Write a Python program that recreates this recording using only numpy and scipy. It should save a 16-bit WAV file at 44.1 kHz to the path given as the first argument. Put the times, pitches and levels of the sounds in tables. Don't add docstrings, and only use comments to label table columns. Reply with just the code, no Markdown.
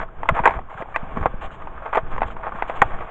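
import sys
import numpy as np
from scipy import signal
from scipy.fft import rfft, irfft
from scipy.io import wavfile
from scipy.ndimage import uniform_filter1d, minimum_filter1d

SR = 44100
rng = np.random.default_rng(int(sys.argv[2]) if len(sys.argv) > 2 else 0)


def waveform_to_disk(signal):
    frames = np.transpose(np.atleast_2d(signal))
    scaled = np.clip(frames, -1, 1) * 32767
    samples = np.round(scaled).astype(np.int16)
    wavfile.write(sys.argv[1], SR, samples)


def elevation(decibels):
    levels = np.asarray(decibels, float)
    return 10 ** (levels / 20)


N = 136710
T = np.arange(N) / SR

# freq_hz, gain_db
CASE_GAIN = [(150, -20.5), (420, -5), (800, -0.5), (1300, -3), (2400, -13.5), (3500, -37.5), (4600, -56),
             (5500, -100)]
# freq_hz, width_hz, gain_db
CASE_RINGS = [(509, 140, -1.5), (659, 34, 5.5), (800, 67, -0.5), (904, 60, 1.5), (1092, 88, 4),
              (1233, 70, 1.5), (1584, 600, -7), (2170, 82, -19.5), (3330, 270, 10.5)]
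# time_s, level_db
SWAY_LEVEL = [(0.0, -30.5), (0.17, -42), (0.21, -30), (0.28, -38), (0.31, -27.5), (0.37, -25.5),
              (0.59, -29), (0.65, -39.5), (1.14, -29), (1.18, -17.5), (1.33, -34.5), (1.41, -34),
              (1.5, -39.5), (2.19, -28.5), (2.62, -34), (2.86, -29), (2.94, -31.5), (3.1, -33.5)]
# freq_hz, gain_db
SWAY_COLOUR = [(4, -2), (12, -1.5), (30, -11), (60, -19.5), (120, -25), (250, -31.5), (500, -33.5),
               (2500, -120)]
# start_s, peak_db, pitch_hz
JOLTS = [(0.305, -19.5, 109.7), (.319, -15, 122), (.399, -18, 131.2), (0.749, -31, 108.4), (.8, -29, 150),
         (1.029, -24.5, 151), (1.171, -18.5, 197.5), (1.207, -18, 86.6), (1.22, -23.5, 108.8),
         (1.34, -26.5, 151.8), (2.029, -26.5, 109.2), (2.549, -27, 197), (2.816, -15, 130),
         (1.257, -19, 130), (2.851, -25, 70), (1.317, -23, 22)]
# time_s, level_db
GLIDE_LEVEL = [(0.0, -47.5), (0.28, -38.5), (0.4, -33), (0.44, -39.5), (0.55, -45.5), (0.72, -43.5),
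               (1.08, -36.5), (1.5, -40.5), (2.11, -40.5), (2.19, -44.5), (2.66, -33), (3.1, -37.5)]
# start_s, length_s, level_db
RUSTLES = [
    (0.342, 0.0067, -19.5),
    (1.2, 0.013, -33),
    (2.101, 0.026, -27),
    (2.16, 0.024, -27.5),
    (2.55, 0.02, -28.5),
    (2.674, 0.0032, -23),
    (2.709, 0.0039, -28.5),
    (2.749, 0.0061, -24.5),
    (2.757, 0.0065, -17.5),
]
# start_s, length_s, level_db, treble_db
CRUNCHES = [(-.01, 0.036, -25, 3.5), (0.336, 0.049, -21.5, -3), (0.437, 0.04, -16.5, -3),
            (0.484, 0.06, -31, 7), (0.542, 0.032, -35, 1), (0.691, 0.056, -38, 9.5),
            (0.765, 0.049, -34.5, 12), (0.966, 0.011, -32.5, 5.5), (1.154, .085, -29.5, 1),
            (1.257, 0.027, -52, 11), (1.407, 0.052, -32, 15.5), (1.505, 0.048, -40, 17),
            (1.816, 0.039, -34.5, -4), (1.845, 0.047, -29.5, -7), (1.925, 0.056, -19.5, 3.5),
            (2.106, 0.058, -32, 3), (2.221, 0.018, -33.5, 1.5), (2.254, 0.031, -42, 23),
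            (2.3, 0.015, -34.5, 15), (2.426, 0.067, -28.5, -14), (2.529, 0.018, -35, -3),
            (2.55, 0.057, -32.5, -5.5), (2.675, 0.021, -35.5, 16), (2.744, 0.057, -30.5, 0.5),
            (2.356, 0.054, -35, -7), (2.898, 0.058, -32.5, 0.5), (3.003, 0.03, -34.5, -2.5),
            (0.883, 0.064, -43, 8)]
# start_s, peak_db, pitch_hz
LUMPS = [(0.088, -28, 1240), (0.616, -31, 1090), (0.687, -29, 1030), (0.701, -34, 1050), (0.715, -22, 850),
         (0.727, -29, 626), (0.745, -26, 790), (0.776, -20.5, 1430), (0.786, -37, 504),
         (0.796, -24.5, 1300), (0.804, -26, 611), (0.812, -18, 654), (0.857, -26, 850), (0.887, -24, 810),
         (0.911, -28, 744), (0.925, -27, 1200), (1.075, -30, 807), (1.335, -26, 517), (1.422, -27, 1140),
         (1.506, -25, 1410), (1.541, -44, 783), (1.808, -33, 1060), (1.82, -24.5, 659), (2.105, -27, 1110),
         (2.119, -24, 1190), (2.303, -22, 1320), (2.398, -27, 860), (2.434, -20.5, 1320),
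         (2.762, -23, 1080), (2.988, -17.5, 1270), (3.034, -24, 1050)]
# start_s, peak_db, ring_hz, edge_db, snap_db
KNOCKS = [
    (.231, -10, 924, -13.5, -7),
    (.288, 1, 1062, 3, 3),
    (.3895, -6, 910, -9, -8.5),
    (.455, 5, 980, 1.5, 6),
    (.821, -14, 513, -5, -14),
    (1.970, -3, 481, -6.5, -7),
    (2.179, -9.5, 1016, -12, -10.5),
    (2.217, -3, 800, -10.5, -20),
    (2.23, -11, 1010, -2, -11),
    (2.817, 5.5, 1087, 5.5, 8),
]
# start_s, peak_db, ring_hz, edge_db, snap_db
TAPS = [
    (.474, 9.5, 916, -9.5, -9),
    (.960, -1.5, 1176, 1, -2.5),
    (1.2567, 4, 800, -17, -20),
    (2.622, -2, 916, -5, -15.5),
    (2.696, -5, 700, -10.5, -14.5),
]
# start_s, peak_db, ring_hz, edge_db, snap_db
MORE_KNOCKS = [(.255, -15.5, 900, -18, -19), (.365, -11.5, 900, -19, -5), (.396, -11.5, 983, -9, -15),
               (.436, -12.5, 900, -3, -9), (.492, -13, 711, -5, -7), (.506, -12, 960, -4.5, -4.5),
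               (.588, -15.5, 766, -19, -16), (1.17, -11.5, 1125, -19, -6), (1.62, -23.5, 1190, -9, -8),
               (1.671, -20.5, 916, -5, -12), (1.777, -24.5, 1240, -15.5, -8), (1.859, -14, 885, -9.5, -15.5),
               (1.948, -14.5, 870, 0.5, -6), (1.955, -7, 896, -3.5, -1.5), (1.9749, -3.5, 668, -19, -7.5),
               (2.206, -18.5, 906, -1, -10), (2.365, -21, 960, -9, -10), (2.466, -16.5, 795, -4.5, -15),
               (2.52, -17, 1196, -17, -9.5), (3.006, -18.5, 700, -4.5, -13.5)]
# start_s, peak_db, ring_hz, edge_db, snap_db
REBOUNDS = [
    (.2936, -8, 650, -10, -12),
    (.4599, -3, 850, -14, -14),
    (.4797, -10, 1000, -14, -14),
    (.9671, -16, 900, -2, -12),
    (1.2596, -10, 485, -14, -25),
    (1.2632, -16, 1080, -12, -20),
    (2.8213, 4, 800, -4, -3),
]
# freq_hz, gain_db
EDGE_RINGS = [(1530, 1.5), (1950, 3.5), (2400, -1)]
# freq_hz, width_hz, gain_db
STRAP_RINGS = [(1180, 250, 0), (1800, 300, -5), (2350, 300, -4)]
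PATCH_EDGES_HZ = [150, 560, 900, 1350, 1900, 2700, 6000]

LEAK_LO_HZ, LEAK_HI_HZ, LEAK_DB, AIR_DB = 6250, 7910, -47.5, -42
JOLT_CYCLES = 1.25
GLIDE_FLICKER_DB, GLIDE_TREBLE_DB, GLIDE_GRIT_DB = 2, 6, -14.5
PATCH_DB, PATCH_PER_S = 2, 28.6
CRUNCH_RISE_S, CRUNCH_FALL_S, CRUNCH_DB, CRUNCH_SWELL_DB = 0.0084, 0.011, -2.5, 1.5
GRAINS_PER_S, GRAIN_SPREAD_DB = 1500, 3
CREAK_START_S, CREAK_LENGTH_S, CREAK_SLIPS_PER_S, CREAK_DB = 0.9435, 0.0125, 585, -22.5
LUMP_CYCLES, LUMP_DB = 9.9, -5
CRUMBS_PER_S, CRUMB_DB, CRUMB_LO_HZ, CRUMB_HI_HZ = 600, -11.5, 603, 1770
KNOCK_T60_S, KNOCK_RATTLE_DB = 0.021, -5.5
TAP_T60_S, TAP_RATTLE_DB = 0.012, -11
MORE_KNOCK_T60_S, MORE_KNOCK_RATTLE_DB = 0.03, -4
REBOUND_T60_S, REBOUND_RATTLE_DB = 0.036, -18
EDGE_T60_S, RATTLE_T60_S, KNOCK_LAG_S = 0.013, 0.05, 0.0008
EDGE_DB, SNAP_DB, KNOCK_DB = 0.5, -0.5, 2.5
LIMIT_AT, LIMIT_S = 1.02, 0.0006


def unit(x):
    return x / np.sqrt(np.mean(x ** 2))


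def band(x, hz, width_hz):
    return signal.lfilter(*signal.iirpeak(hz, hz / width_hz, fs=SR), x)


def between(x, lo_hz, hi_hz, order=5):
    return signal.sosfilt(signal.butter(order, [lo_hz, hi_hz], "band", fs=SR, output="sos"), x)


def colour(x, points, size=8192):
    hz, db = np.array(points).T
    bins_hz = np.arange(size // 2 + 1) * SR / size
    db = np.interp(np.log(bins_hz + 1), np.log(hz), db)
    cepstrum = irfft(np.log(elevation(db)))
    cepstrum[1:size // 2] *= 2
    cepstrum[size // 2 + 1:] = 0
    response = irfft(np.exp(rfft(cepstrum)))
    return signal.fftconvolve(x, response)[:len(x)]


def curve(rows):
    return elevation(np.interp(T, *np.array(rows).T))


def walk(rate_hz):
    k = int(SR / rate_hz)
    return unit(uniform_filter1d(uniform_filter1d(rng.standard_normal(N), k), k))


def grains(per_s, spread_db):
    chance, size, sign = rng.random((3, N))
    clicks = (chance < per_s / SR) * elevation(-spread_db * np.log(size + 0.02))
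    return unit(clicks * np.sign(sign - 0.5))


def burst(start_s, length_s, level_db, swell_db=0.0):
    t = T - start_s
    hold = elevation(level_db + swell_db * (np.clip(t / length_s, 0, 1) - 0.5))
    rise = np.clip(t / CRUNCH_RISE_S, 0, 1)
    return hold * rise * np.exp(-np.clip(t - length_s, 0, None) / CRUNCH_FALL_S)


def ping(hz):
    t = T[:1024]
    start = (1 - np.exp(-t * hz / 0.66)) ** 2
    return elevation(-60 * t * hz / LUMP_CYCLES) * start * np.sin(2 * np.pi * hz * t)


def add(out, start_s, x):
    i = int(start_s * SR)
    out[..., i:i + x.shape[-1]] += x[..., :N - i]


def case(x):
    rings = sum(elevation(db) * band(x, hz, width_hz) for hz, width_hz, db in CASE_RINGS)
    return colour(x + rings, CASE_GAIN)


def leak(x):
    return elevation(LEAK_DB) * between(x, LEAK_LO_HZ, LEAK_HI_HZ)


def sway():
    rumble = unit(colour(rng.standard_normal(2 * N), SWAY_COLOUR)[N:])
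    end_fade = np.clip((T[-1] - T) * 20, 0, 1)
    out = rumble * end_fade * curve(SWAY_LEVEL) * elevation(3 + 2.9 * walk(8.2))
    t = T[:4096]
    for start_s, db, hz in JOLTS:
        x = t * hz / JOLT_CYCLES
        add(out, start_s, elevation(db) * (x < 1) * np.sin(np.pi * x) * np.sin(2 * np.pi * hz * t))
    return out


def glide():
    hiss = rng.standard_normal(N) + elevation(GLIDE_GRIT_DB) * grains(600, 4.4)
    return hiss * curve(GLIDE_LEVEL) * elevation(GLIDE_FLICKER_DB * walk(20) - 3)


def patchy(x):
    return sum(between(x, lo, hi, order=1) * elevation(PATCH_DB * walk(PATCH_PER_S))
               for lo, hi in zip(PATCH_EDGES_HZ, PATCH_EDGES_HZ[1:]))


def snow():
    body, treble = np.zeros(N), np.zeros(N)
    for start_s, length_s, db, treble_db in CRUNCHES:
        shape = burst(start_s, length_s, db + CRUNCH_DB, CRUNCH_SWELL_DB)
        body += shape
        treble += shape * elevation(treble_db)
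    treble += sum(burst(*row) for row in RUSTLES)
    crunch = grains(GRAINS_PER_S, GRAIN_SPREAD_DB) * elevation(1.82 * walk(120))
    hiss = glide()
    rustle = rng.standard_normal(N) * elevation(0.95 * walk(150))
    case_rms = np.std(case(rng.standard_normal(N)))
    muffled = case(elevation(-3.5) * patchy(crunch * body + hiss))
    leaked = leak(rustle * (treble + elevation(AIR_DB)) + elevation(GLIDE_TREBLE_DB) * hiss)
    swish = elevation(-26.5) * between(rustle * treble, 1700, 3360)
    swish += elevation(-59.5) * between(rustle * treble, 4800, 5000)
    bright = elevation(-20.5) * between(hiss, 2000, 3540)
    return (muffled + leaked + swish + bright) / case_rms


def creak():
    slips = np.zeros(N)
    slip_s = CREAK_START_S + np.arange(0, CREAK_LENGTH_S, 1 / CREAK_SLIPS_PER_S)
    slips[(SR * slip_s).astype(int)] = 1
    rung = sum(elevation(db) * band(slips, hz, width_hz) for hz, width_hz, db in STRAP_RINGS)
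    rung = between(rung, 850, 2300, order=6)
    return elevation(CREAK_DB) * rung / rung.max()


def lumps():
    out, crumbs = np.zeros(N), np.zeros(N)
    for start_s, db, hz in LUMPS:
        add(out, start_s, elevation(db + LUMP_DB + 11) * ping(hz))
    for when, pitch, size in rng.random((2500, 3)):
        start_s = min(when * 2500 / CRUMBS_PER_S, T[-1])
        hz = CRUMB_LO_HZ * (CRUMB_HI_HZ / CRUMB_LO_HZ) ** pitch
        add(crumbs, start_s, elevation(-2.5 * np.log(size + 0.05) - 6 * pitch) * ping(hz))
    crumbs = unit(crumbs) * curve(GLIDE_LEVEL) * elevation(CRUMB_DB + 2 * walk(21))
    return between(out + crumbs, 370, 2800, order=3)


def knock(ring_hz, edge_db, snap_db, ring_t60_s, rattle_db):
    t = T[:4096]
    noise = rng.standard_normal(len(t))

    def fade(t60_s):
        return elevation(-60 * t / t60_s) * (1 - np.exp(-t / 0.00021))

    ring = fade(ring_t60_s) * np.sin(2 * np.pi * ring_hz * t)
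    modes = sum(elevation(db) * np.sin(2 * np.pi * hz * t * (1 + 0.037 * noise[k]))
                for k, (hz, db) in enumerate(EDGE_RINGS))
    edge = elevation(EDGE_DB + edge_db) * fade(min(EDGE_T60_S, ring_t60_s)) * modes / 2
    rattle = case(noise * fade(RATTLE_T60_S))
    upper = elevation(-15) * between(noise * fade(0.014), 2700, 3840)
    upper += elevation(-29) * between(noise * fade(0.015), 3100, 5100)
    snap = elevation(SNAP_DB + snap_db + 21) * leak(noise * fade(0.013))
    body = between(ring + edge, 248, 2550) + elevation(rattle_db) * rattle / np.abs(rattle).max()
    return (body + elevation(edge_db) * upper + snap) / 2


def knocks():
    out = np.zeros(N)
    kinds = [(KNOCKS, KNOCK_T60_S, KNOCK_RATTLE_DB), (TAPS, TAP_T60_S, TAP_RATTLE_DB),
             (MORE_KNOCKS, MORE_KNOCK_T60_S, MORE_KNOCK_RATTLE_DB), (REBOUNDS, REBOUND_T60_S, REBOUND_RATTLE_DB)]
    for rows, t60_s, rattle_db in kinds:
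        for start_s, db, hz, edge_db, snap_db in rows:
            blow = knock(hz, edge_db, snap_db, t60_s, rattle_db)
            add(out, start_s + KNOCK_LAG_S, elevation(db + KNOCK_DB) * blow)
    return out


def scene():
    return (knocks() + snow() + lumps() + creak() + sway())[None]


def roll_off(x):
    return signal.sosfilt(signal.butter(12, 8400, fs=SR, output="sos"), x)


def record(dry):
    k = int(LIMIT_S * SR)
    gain = minimum_filter1d(LIMIT_AT / np.maximum(np.abs(dry), LIMIT_AT), 3 * k)
    gain = uniform_filter1d(uniform_filter1d(gain, k), k)
    return roll_off(dry * gain)


dry = scene()
out = record(dry)
waveform_to_disk(out)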